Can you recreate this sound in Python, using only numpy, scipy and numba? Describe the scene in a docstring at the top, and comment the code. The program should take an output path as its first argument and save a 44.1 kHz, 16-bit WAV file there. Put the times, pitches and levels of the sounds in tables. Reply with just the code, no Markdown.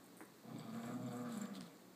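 """Young dog growling on a tug toy, quiet living room

One long, low growl through clamped teeth starts as a flutter, steadies, then sinks in pitch: uneven fold
pulses and rasp ring chest, throat, lips and teeth around clean low harmonics. Collar tags clink as decaying
metal modes; paws knock, click and scuff on the wooden floor as coloured bursts, impulses and noise swells.
Room noise, hiss and faint wandering tones lie underneath, with tiny treble crackles early on; one microphone."""
import sys
import numpy as np
from scipy import signal
from scipy.fft import rfft, irfft
from scipy.io import wavfile
from scipy.ndimage import uniform_filter1d
from numba import njit

SR = 44100
rng = np.random.default_rng(int(sys.argv[2]) if len(sys.argv) > 2 else 0)


def generate_wav(signal):
    """Clip the signal to [-1, 1] and save it as 16-bit WAV at the path in sys.argv[1]."""
    frames = np.transpose(np.atleast_2d(signal))
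    scaled = np.clip(frames, -1, 1) * 32767
    pcm = np.round(scaled).astype(np.int16)
    wavfile.write(sys.argv[1], SR, pcm)


N = 85995

# Rough part of the growl, before trims and catches:
# t/s, chest level/dB, throat level/dB, lips level/dB, level of the snarl through bared teeth/dB
EFFORT = [(.42, -86, -64, -96, -91), (.45, -56, -66, -72, -87), (.49, -56.5, -60.5, -64, -72),
          (.56, -46.5, -65, -67.5, -76), (.62, -51.5, -59.5, -67, -69), (.71, -53.5, -65, -64.5, -73),
          (.76, -56.5, -58, -59.5, -62), (.84, -58.5, -58, -64, -63), (.915, -48.5, -59, -62.5, -70),
          (.96, -50, -59, -69, -79), (1.07, -49.5, -57.5, -62.5, -99), (1.13, -50.5, -58, -62, -73),
          (1.27, -56, -59.5, -61, -71), (1.41, -53.5, -61, -64.5, -61.5), (1.5, -59, -63, -67, -68.5),
          (1.61, -58.5, -66.5, -67, -87), (1.66, -58, -73.5, -92, -70.5), (1.72, -93, -64, -87, -70)]
# Grainy swells, the first a faint rasp of the growl, the others paws scuffing:
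# middle t/s, length/s, level before the room/dB
GRAINY_SWELLS = [(0.837, 0.22, -75), (1.325, 0.089, -63.5), (1.42, 0.055, -66), (1.456, 0.012, -60),
                 (1.56, 0.041, -57.5), (1.625, 0.043, -65.5), (1.668, 0.027, -65.5)]
# Colour of the grainy swells: f/Hz, relative level/dB
GRAINY_COLOUR = [(100, -36), (1000, -4), (2700, -8.5), (3400, 3), (4700, -1), (5400, -12), (8000, -8.5),
                 (12000, -19), (15000, -14.5)]
CONTACT_ROOM_DB = -11  # room tail of claws and grainy swells


def undb(db):
    """Decibels to gain."""
    return 10 ** (np.asarray(db) / 20)


def unit(x):
    """Scale to rms 1."""
    return x / np.sqrt(np.mean(x ** 2) + 1e-30)


def clock():
    """Time of every sample in seconds."""
    return np.arange(N) / SR


def curve(table, axis):
    """One column of a table, joined by straight lines in time."""
    rows = np.array(table)
    return np.interp(clock(), rows[:, 0], rows[:, axis])


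def walk(hz):
    """Smoothed random steps, hz per second, at rms 1."""
    k = int(SR / hz)
    steps = np.repeat(rng.standard_normal(N // k + 1), k)
    smooth = uniform_filter1d(uniform_filter1d(steps, k), k)
    return unit(smooth[:N])


def bumps(rows):
    """Brief rises or dips in dB at (t/s, half length/s, level/dB)."""
    return sum(db * np.exp(-((clock() - start) / length) ** 2) for start, length, db in rows)


def fade(start, t60):
    """Sudden start and exponential decay by 60 dB in t60 seconds."""
    age = clock() - start
    return (age >= 0) * undb(-60 * np.maximum(age, 0) / t60)


def colour(x, points):
    """Causal filter through (f/Hz, level/dB) points that keeps the power of white noise."""
    hz, db = np.array(points).T
    grid_hz = np.arange(N + 1) * SR / (2 * N)
    log_gain = np.interp(np.log(grid_hz + 1), np.log(hz), np.log(undb(db)))
    # Folding the cepstrum onto positive time makes the filter minimum phase
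    cepstrum = irfft(log_gain)
    cepstrum[1:N] *= 2
    cepstrum[N + 1:] = 0
    filtered = irfft(rfft(x, 2 * N) * np.exp(rfft(cepstrum)))[:N]
    return filtered / np.sqrt(np.mean(np.exp(2 * log_gain)))


def resonate(x, table):
    """Resonances side by side, each filter run twice for steep skirts, with their sum at rms 1."""
    out = 0
    for hz, width, db in table:
        b, a = signal.iirpeak(hz, hz / width, fs=SR)
        once = signal.lfilter(b, a, x)
        out = out + undb(db) * unit(signal.lfilter(b, a, once))
    return unit(out)


def room(x, db):
    """Direct sound plus a short diffuse tail, its energy set in dB."""
    tail = colour(rng.standard_normal(N), [(200, -5), (2000, -5.0), (12000, -11.5)])
    tail = tail * fade(0.00262, t60=0.4)
    tail = tail / np.sqrt(np.sum(tail ** 2))
    return x + undb(db) * signal.fftconvolve(x, tail)[:N]


def taps(rows, points):
    """Single sharp contacts at (t/s, peak level/dB), coloured by what is struck."""
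    ring = colour(signal.unit_impulse(N), points)
    times, db = np.array(rows).T
    pushes = np.bincount((times * SR).astype(int), undb(db), N)[:N]
    return signal.fftconvolve(pushes, ring / np.abs(ring).max())[:N]


def blows(rows, points, t60):
    """Short decaying noise bursts at (t/s, level/dB), coloured by what is struck."""
    envelope = sum(undb(db) * fade(start, t60) for start, db in rows)
    return colour(rng.standard_normal(N) * envelope, points)


def rubs(rows, points):
    """Grainy noise swells centred at (t/s, length/s, level/dB)."""
    swell = sum(undb(db) * np.exp(-(2 * (clock() - middle) / length) ** 2) for middle, length, db in rows)
    grain = unit(rng.standard_normal(N) * undb(2 * walk(700)))
    return colour(grain * swell, points)


def background():
    """Low room noise and hiss from shaped noise, with faint steady tones from sines that wander in level."""
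    # Spectrum of room noise and hiss: f/Hz, relative level/dB
    air_colour = [(30, -33.5), (70, -26), (100, -27.5), (125, -12), (200, -6.5), (280, -1), (350, -6.5),
                  (450, -7), (600, -13.5), (800, -15), (1000, -16.5), (1400, -19), (2000, -22),
                  (3000, -27.5), (4200, -23), (5500, -29), (8000, -25.5), (10000, -33.5), (13000, -28),
                  (15000, -30.5)]
    # Faint steady tones, middle of the wander: f/Hz, level/dB
    tone_lines = [(120, -80.5), (184, -73.5), (1120, -83)]
    tones = 0
    for hz, db in tone_lines:
        tones = tones + np.sqrt(2) * undb(db + 2.2 * walk(4)) * np.sin(2 * np.pi * hz * clock())
    air_rms_db = -62.05
    return undb(air_rms_db) * unit(colour(rng.standard_normal(N), air_colour)) + tones


def crackle():
    """Tiny, unevenly spaced clicks high in the treble: coloured impulses of varying level."""
    # Short runs of crackle: start t/s, end t/s
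    runs = [(.040, .046), (.061, .067), (.170, .236), (.251, .261)]
    # Colour of one click: f/Hz, relative level/dB
    click_colour = [(2000, -33), (7000, -23), (8200, 4.5), (9200, 3), (10500, -2), (13000, -4),
                    (15000, -6.5)]
    rate_hz, peak_db, timing_spread_s, level_spread_db = 189.6, -49, .001, 1.5
    times = np.concatenate([np.arange(start, end, 1 / rate_hz) for start, end in runs])
    chance = rng.standard_normal((len(times), 2))
    uneven_times = times + timing_spread_s * chance[:, 0]
    levels_db = peak_db + level_spread_db * chance[:, 1]
    return taps(np.c_[uneven_times, levels_db], click_colour)


def board_ring(start, force_db):
    """The struck floorboards ring as decaying sines, heard just after the blow."""
    # Modes of the boards: f/Hz, level against the blow/dB, t60/s
    board_modes = [(305, -18, 0.26), (1088, -23, 0.14), (1570, -19.5, 0.12), (2035, -22, .17)]
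    ring = 0
    for hz, db, t60 in board_modes:
        tone = np.sin(2 * np.pi * hz * (clock() - start))
        ring = ring + undb(force_db + db) * fade(start + 0.0022, t60) * tone
    return ring


def paws():
    """Knocks are coloured impulses, thuds and claw clicks decaying noise, scuffs grainy noise on the boards."""
    # Knock on the floor, a blow and its bounce: t/s, peak level before the room/dB
    knock_rows = [(.2064, -42), (.2144, -45)]
    # Colour of the knock: f/Hz, relative level/dB
    knock_colour = [(30, -41), (100, -4), (400, 0), (750, 8), (1300, 5.5), (2000, 6), (2900, -14),
                    (5000, -37), (15000, -33)]
    # Dull thumps as the knock settles: t/s, peak level before the room/dB
    thump_rows = [(.2112, -52), (.2203, -59), (.23, -53), (.239, -56)]
    # Colour of the thumps: f/Hz, relative level/dB
    thump_colour = [(90, -42), (200, -14), (330, 0), (800, -20), (3000, -55)]
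    # Paws landing: t/s, starting level/dB
    step_rows = [(.857, -55.5), (1.375, -54.5), (1.607, -62)]
    # Colour of the landing thuds: f/Hz, relative level/dB
    thud_colour = [(25, 2), (70, 2), (170, 12), (260, -24), (900, -36)]
    # Claw clicks: t/s, starting level before the room/dB
    claw_rows = [(1.609, -42.5), (1.618, -50.5), (1.771, -69)]
    # Colour of the claws: f/Hz, relative level/dB
    claw_colour = [(100, -28), (500, 1), (2000, 3.5), (2800, -4), (4200, 6), (5500, -4.5), (8000, -1),
                   (12000, -19), (15000, -29)]
    knock_room_db = -7.5
    contacts = taps(knock_rows, knock_colour) + taps(thump_rows, thump_colour)
    knocks = room(contacts, knock_room_db) + board_ring(*knock_rows[0])
    thuds = blows(step_rows, thud_colour, t60=0.025)
    clicks = blows(claw_rows, claw_colour, t60=0.0075)
    scuffs = rubs(GRAINY_SWELLS[1:], GRAINY_COLOUR)
    return knocks + thuds + room(clicks + scuffs, CONTACT_ROOM_DB)


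def flap(x, table):
    """Loose tissue rings unevenly, but its swing is limited."""
    swing = signal.hilbert(resonate(x, table))
    swing_limit = .45  # against a ring at rms 1
    return unit(swing.real / np.hypot(np.abs(swing), swing_limit))


@njit
def sweep(x, hz, width):
    """State-variable band-pass whose centre moves."""
    out, band, low = np.empty(len(x)), 0., 0.
    for i in range(len(x)):
        g, k = np.tan(np.pi * hz[i] / SR), width / hz[i]
        v = (band + g * (x[i] - low)) / (1 + g * (g + k))
        band, low, out[i] = 2 * v - band, low + 2 * g * v, k * v
    return out


def sweep_twice(x, hz, width):
    """One steep, moving resonance at rms 1."""
    once = sweep(x, hz, float(width))
    return unit(sweep(once, hz, float(width)))


def fold_pulses(cycles):
    """One pulse per fold cycle, uneven in time and strength, as folds that close irregularly."""
    jitter_cycles, shimmer_db = 0.032, 3
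    beat = np.arange(1, int(cycles[-1]))
    chance = rng.standard_normal((len(beat), 2))
    at = np.interp(beat + jitter_cycles * chance[:, 0], cycles, np.arange(N)).astype(int)
    return np.bincount(at, undb(shimmer_db * np.clip(chance[:, 1], -2, 2)), N)


def mouth(drive, grit, cycles):
    """Rough pulses and a clear buzz ring the moving throat and lips; grit rasps through the teeth."""
    # Fixed throat resonances: f/Hz, width of each pass/Hz, relative level/dB
    throat_rings = [(360, 90, -4), (482.5, 46, -1), (627.7, 68, 0), (703.3, 43, -3.5), (865, 130, -4.5)]
    # Resonances of the snarl at the teeth: f/Hz, width of each pass/Hz, relative level/dB
    teeth_rings = [(1517, 790, 6.5), (2226, 160, -3), (3450, 1700, -3.5)]
    # Resonances that move as the grip shifts: t/s, throat f/Hz, lips f/Hz
    mouth_shape = [(.5, 675, 1090), (.7, 670, 1190), (.82, 655, 1175), (.9, 630, 1250), (1.02, 660, 1119),
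                   (1.14, 624, 1174), (1.3, 620, 1270), (1.42, 644, 1190), (1.65, 600, 1190)]
    # Gritty rasp between the teeth, before surges and room: t/s, level/dB
    grit_level = [(.45, -82), (.59, -70), (.66, -74), (.74, -74), (.99, -80), (1.07, -70), (1.22, -79.5),
                  (1.38, -72.5), (1.5, -96)]
    # Resonances of the grit: f/Hz, width of each pass/Hz, relative level/dB
    grit_rings = [(2240, 200, -1.5), (3500, 740, 4), (4510, 290, 0.5)]
    throat_width_hz, lips_width_hz = 180, 337  # each of two passes
    buzz_db, throat_buzz_db, buzz_flicker_db = -5.5, -.5, 2
    snarl_at_s, snarl_half_length_s, snarl_ratio = 1.3, .11, 1.25  # ratio to the lip resonance

    throat_hz, lip_hz = curve(mouth_shape, axis=1), curve(mouth_shape, axis=2)
    throat, lips, teeth = [undb(curve(EFFORT, axis)) for axis in (2, 3, 4)]
    rough = resonate(drive, throat_rings) * throat
    rough = rough + sweep_twice(drive, lip_hz, lips_width_hz) * lips
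    rough = rough + resonate(drive, teeth_rings) * teeth

    buzz = unit(sum(np.cos(2 * np.pi * k * cycles) for k in range(3, 15)))  # harmonics 3 to 14
    clear = sweep_twice(buzz, throat_hz, throat_width_hz) * throat * undb(throat_buzz_db)
    clear = clear + sweep_twice(buzz, lip_hz, lips_width_hz) * lips
    # The teeth are bared once near the end and ring above the lips
    bared = np.exp(-((clock() - snarl_at_s) / snarl_half_length_s) ** 2)
    clear = clear + sweep_twice(buzz, snarl_ratio * lip_hz, lips_width_hz) * lips * bared
    rasp = resonate(grit, grit_rings) * undb(curve(grit_level, axis=1))
    return rough, undb(buzz_db + buzz_flicker_db * walk(90)) * clear + rasp


def growl():
    """Uneven fold pulses and gated rasp ring chest and mouth, around clean low harmonics that stumble and split."""
    # Vocal folds: t/s, pitch f/Hz, level of the clean second harmonic before tremor and catches/dB
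    folds = [(.44, 108.2, -54), (.49, 110.9, -58.5), (.55, 111.6, -52), (.64, 111.9, -56),
             (.70, 110.3, -52), (.78, 113.9, -46), (.86, 119, -53), (.94, 123.7, -50.5), (1.05, 125.7, -48),
             (1.12, 120.1, -63.5), (1.2, 124.3, -47), (1.31, 118.6, -50.5), (1.38, 105.8, -43),
             (1.45, 102, -49.5), (1.48, 98.83, -62), (1.515, 100.4, -46), (1.55, 96, -55.5),
             (1.605, 95.5, -51), (1.68, 85.6, -65)]
    # Catches where the voice dips for an instant: t/s, half length/s, depth/dB
    catch_rows = [(.426, .015, -26), (.469, .007, -18), (.502, .004, -10), (.531, .006, -11),
                  (.572, .004, -10), (.637, .004, -9), (.679, .005, -5), (.911, .005, -8),
                  (.989, .005, -11), (1.127, .004, -9), (1.291, .004, -5), (1.36, .007, -10),
                  (1.397, .006, -14), (1.468, .005, -8), (1.497, .004, -8), (1.552, .008, -5),
                  (1.6, .003, -8)]
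    # Hoarse surges in the mouth: t/s, rise/dB
    surge_rows = [(.832, 5), (.878, 4), (.914, 8), (1.035, 5), (1.137, 5), (1.257, 6), (1.366, 6)]
    # A second strand splits off as the growl sinks: t/s, f/Hz, level before catches/dB
    strand_path = [(1.3, 262, -93), (1.36, 254.3, -52), (1.45, 231.3, -49), (1.54, 242.4, -73.5),
                   (1.575, 284, -55.5), (1.62, 237, -52.5), (1.68, 200.8, -87)]
    # Chest resonances: f/Hz, width of each pass/Hz, relative level/dB
    chest_rings = [(162.7, 31, -3), (195.5, 31, -3.5), (228, 58.7, 0), (290.3, 9.7, -20.5)]
    # Deep chest resonances: f/Hz, width of each pass/Hz, relative level/dB
    deep_chest_rings = [(123.6, 9.2, 7.7), (142.5, 28, 0.29)]
    waver, tremor_db, fundamental_db = .016, 1, -12.5  # waver: share of pitch; fundamental: against second
    stumble_from_s, stumble_per_db = 1.33, .012  # share of pitch lost per dB of catch
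    rasp_share, chest_pulse_share = 0.38, 0.29
    deep_db, deep_from_hz, deep_loss_db_per_hz = -2.5, 118.6, 0.5
    surge_half_length_s, mouth_catch_share = .0065, .35
    rough_db, rough_room_db, edge_room_db, low_cut_hz = -6, 1, -3.5, 114

    t = clock()
    pitch, catches = curve(folds, axis=1), bumps(catch_rows)
    stumble = stumble_per_db * catches * (t > stumble_from_s)
    cycles = np.cumsum(pitch * (1 + waver * walk(45) + stumble)) / SR
    pulses = fold_pulses(cycles)
    # Each pulse lets out a decaying puff of noise
    puffs = unit(signal.fftconvolve(pulses, fade(0, t60=0.012))[:N] * rng.standard_normal(N))
    drive = unit(pulses) + rasp_share * puffs
    heave = chest_pulse_share * unit(pulses) + puffs

    # The deep chest weakens as the pitch sinks
    deep = undb(deep_db - deep_loss_db_per_hz * np.maximum(deep_from_hz - pitch, 0))
    rumble = flap(heave, chest_rings) + deep * flap(heave, deep_chest_rings)
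    rumble = rumble * undb(curve(EFFORT, axis=1))

    clean = np.sin(4 * np.pi * cycles) + undb(fundamental_db) * np.sin(2 * np.pi * cycles)
    clean = clean * undb(curve(folds, axis=2) + tremor_db * walk(70))
    strand_cycles = np.cumsum(curve(strand_path, axis=1)) / SR
    strand = np.sin(2 * np.pi * strand_cycles) * undb(curve(strand_path, axis=2))

    gate = np.interp(t, [.41, .44, 1.68, 1.76], [0, 1, 1, 0])
    surges = bumps([(start, surge_half_length_s, db) for start, db in surge_rows])
    push = gate * undb(mouth_catch_share * catches + surges)
    rough, edge = mouth(drive, puffs, cycles)
    voice = (rumble + np.sqrt(2) * (clean + strand)) * gate * undb(catches)
    voice = voice + undb(rough_db) * room(rough * push, rough_room_db)
    voice = voice + room(edge * push, edge_room_db)
    low_cut = signal.butter(10, low_cut_hz, "high", fs=SR, output="sos")
    return signal.sosfiltfilt(low_cut, voice)


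def tags():
    """Two small metal tags ring as decaying modes, brighter when struck harder; the ring ticks and shakes."""
    # Tag clinks: t/s, level before mode and chance/dB, share of the smaller tag (0-1)
    clinks = [(.584, -52, .95), (0.596, -67, 0.8), (0.736, -64, 0.37), (.835, -62, 0.3), (.858, -54, 0.5),
              (0.938, -53.5, 0.4), (1.027, -59.5, 0), (1.063, -54, 0), (1.127, -55, 0.9),
              (1.167, -51.5, 0.9), (1.216, -58.5, .2), (1.322, -49, 0.54), (1.341, -51, 0.9),
              (1.373, -48.5, 0.36), (1.415, -42.5, 0.3), (1.469, -60, 0), (1.666, -64, 0.6),
              (1.75, -65, 0.12)]
    # Modes of the bigger tag: f/Hz, relative level/dB, t60/s
    big_tag = [(7250, -6, 0.031), (7314, -1, 0.048), (9600, -18, 0.12), (12900, -21, 0.052)]
    # Modes of the smaller tag: f/Hz, relative level/dB, t60/s
    small_tag = [(7430, -4.5, 0.02), (8030, -4.5, 0.055), (9300, -24, 0.044), (11800, -10, 0.054),
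                 (13300, -15, 0.064)]
    # Sharp ticks of the collar ring: t/s, starting level before the room/dB
    tick_rows = [(.859, -61), (1.128, -65), (1.289, -67), (1.323, -64), (1.3735, -52)]
    # Colour of the ticks: f/Hz, relative level/dB
    tick_colour = [(3000, -31), (7000, 12), (10000, 25), (14000, 7), (16000, -7)]
    # The collar shakes between clinks: middle t/s, length/s, level before the room/dB
    shake_rows = [(.757, .03, -78), (.86, 0.32, -70), (1.165, 0.14, -68.5), (1.345, 0.12, -67),
                  (1.40, 0.068, -77)]
    # Colour of the shaking: f/Hz, relative level/dB
    shake_colour = [(3000, -40), (6500, 2), (7900, 11.5), (8400, -6), (8900, 7), (9400, -19), (9950, 6.5),
                    (11000, -7), (12300, 6.5), (13500, -8), (15000, -18)]
    attack_s, detune_spread = .0012, .003
    brighten = 0.7  # dB more in the modes above 8500 Hz per dB of force

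    out, hardest = np.zeros(N), max(db for _, db, _ in clinks)
    for start, db, share in clinks:
        age = clock() - start
        attack = np.clip(age / attack_s, 0, 1)
        for modes, weight in ((big_tag, 1 - share), (small_tag, share)):
            for hz, mode_db, t60 in modes:
                detune, strength_db = rng.standard_normal(2)
                dull_db = brighten * (db - hardest) * (hz > 8500)
                tone = np.sin(2 * np.pi * hz * (1 + detune_spread * detune) * age)
                gain = weight * undb(db + mode_db + dull_db + strength_db)
                out += gain * fade(start, t60) * tone * attack
    return out + blows(tick_rows, tick_colour, t60=0.038) + rubs(shake_rows, shake_colour)


def growl_rasp():
    """Faint grainy rasp of the growl: one long swell of coloured noise with a short room tail."""
    return room(rubs(GRAINY_SWELLS[:1], GRAINY_COLOUR), CONTACT_ROOM_DB)


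def scene():
    """Everything summed at one microphone, the tags with their own room tail."""
    tag_room_db = -9
    tagged = room(tags(), tag_room_db)
    return (background() + crackle() + paws() + growl() + tagged + growl_rasp())[None]


def record(dry):
    """The recorder cuts the top with a steep low-pass."""
    top_hz = 15450
    low_pass = signal.ellip(10, .2, 60, top_hz, fs=SR, output="sos")  # .2 dB ripple, 60 dB stop
    return signal.sosfilt(low_pass, dry)


dry = scene()
out = record(dry)
generate_wav(out)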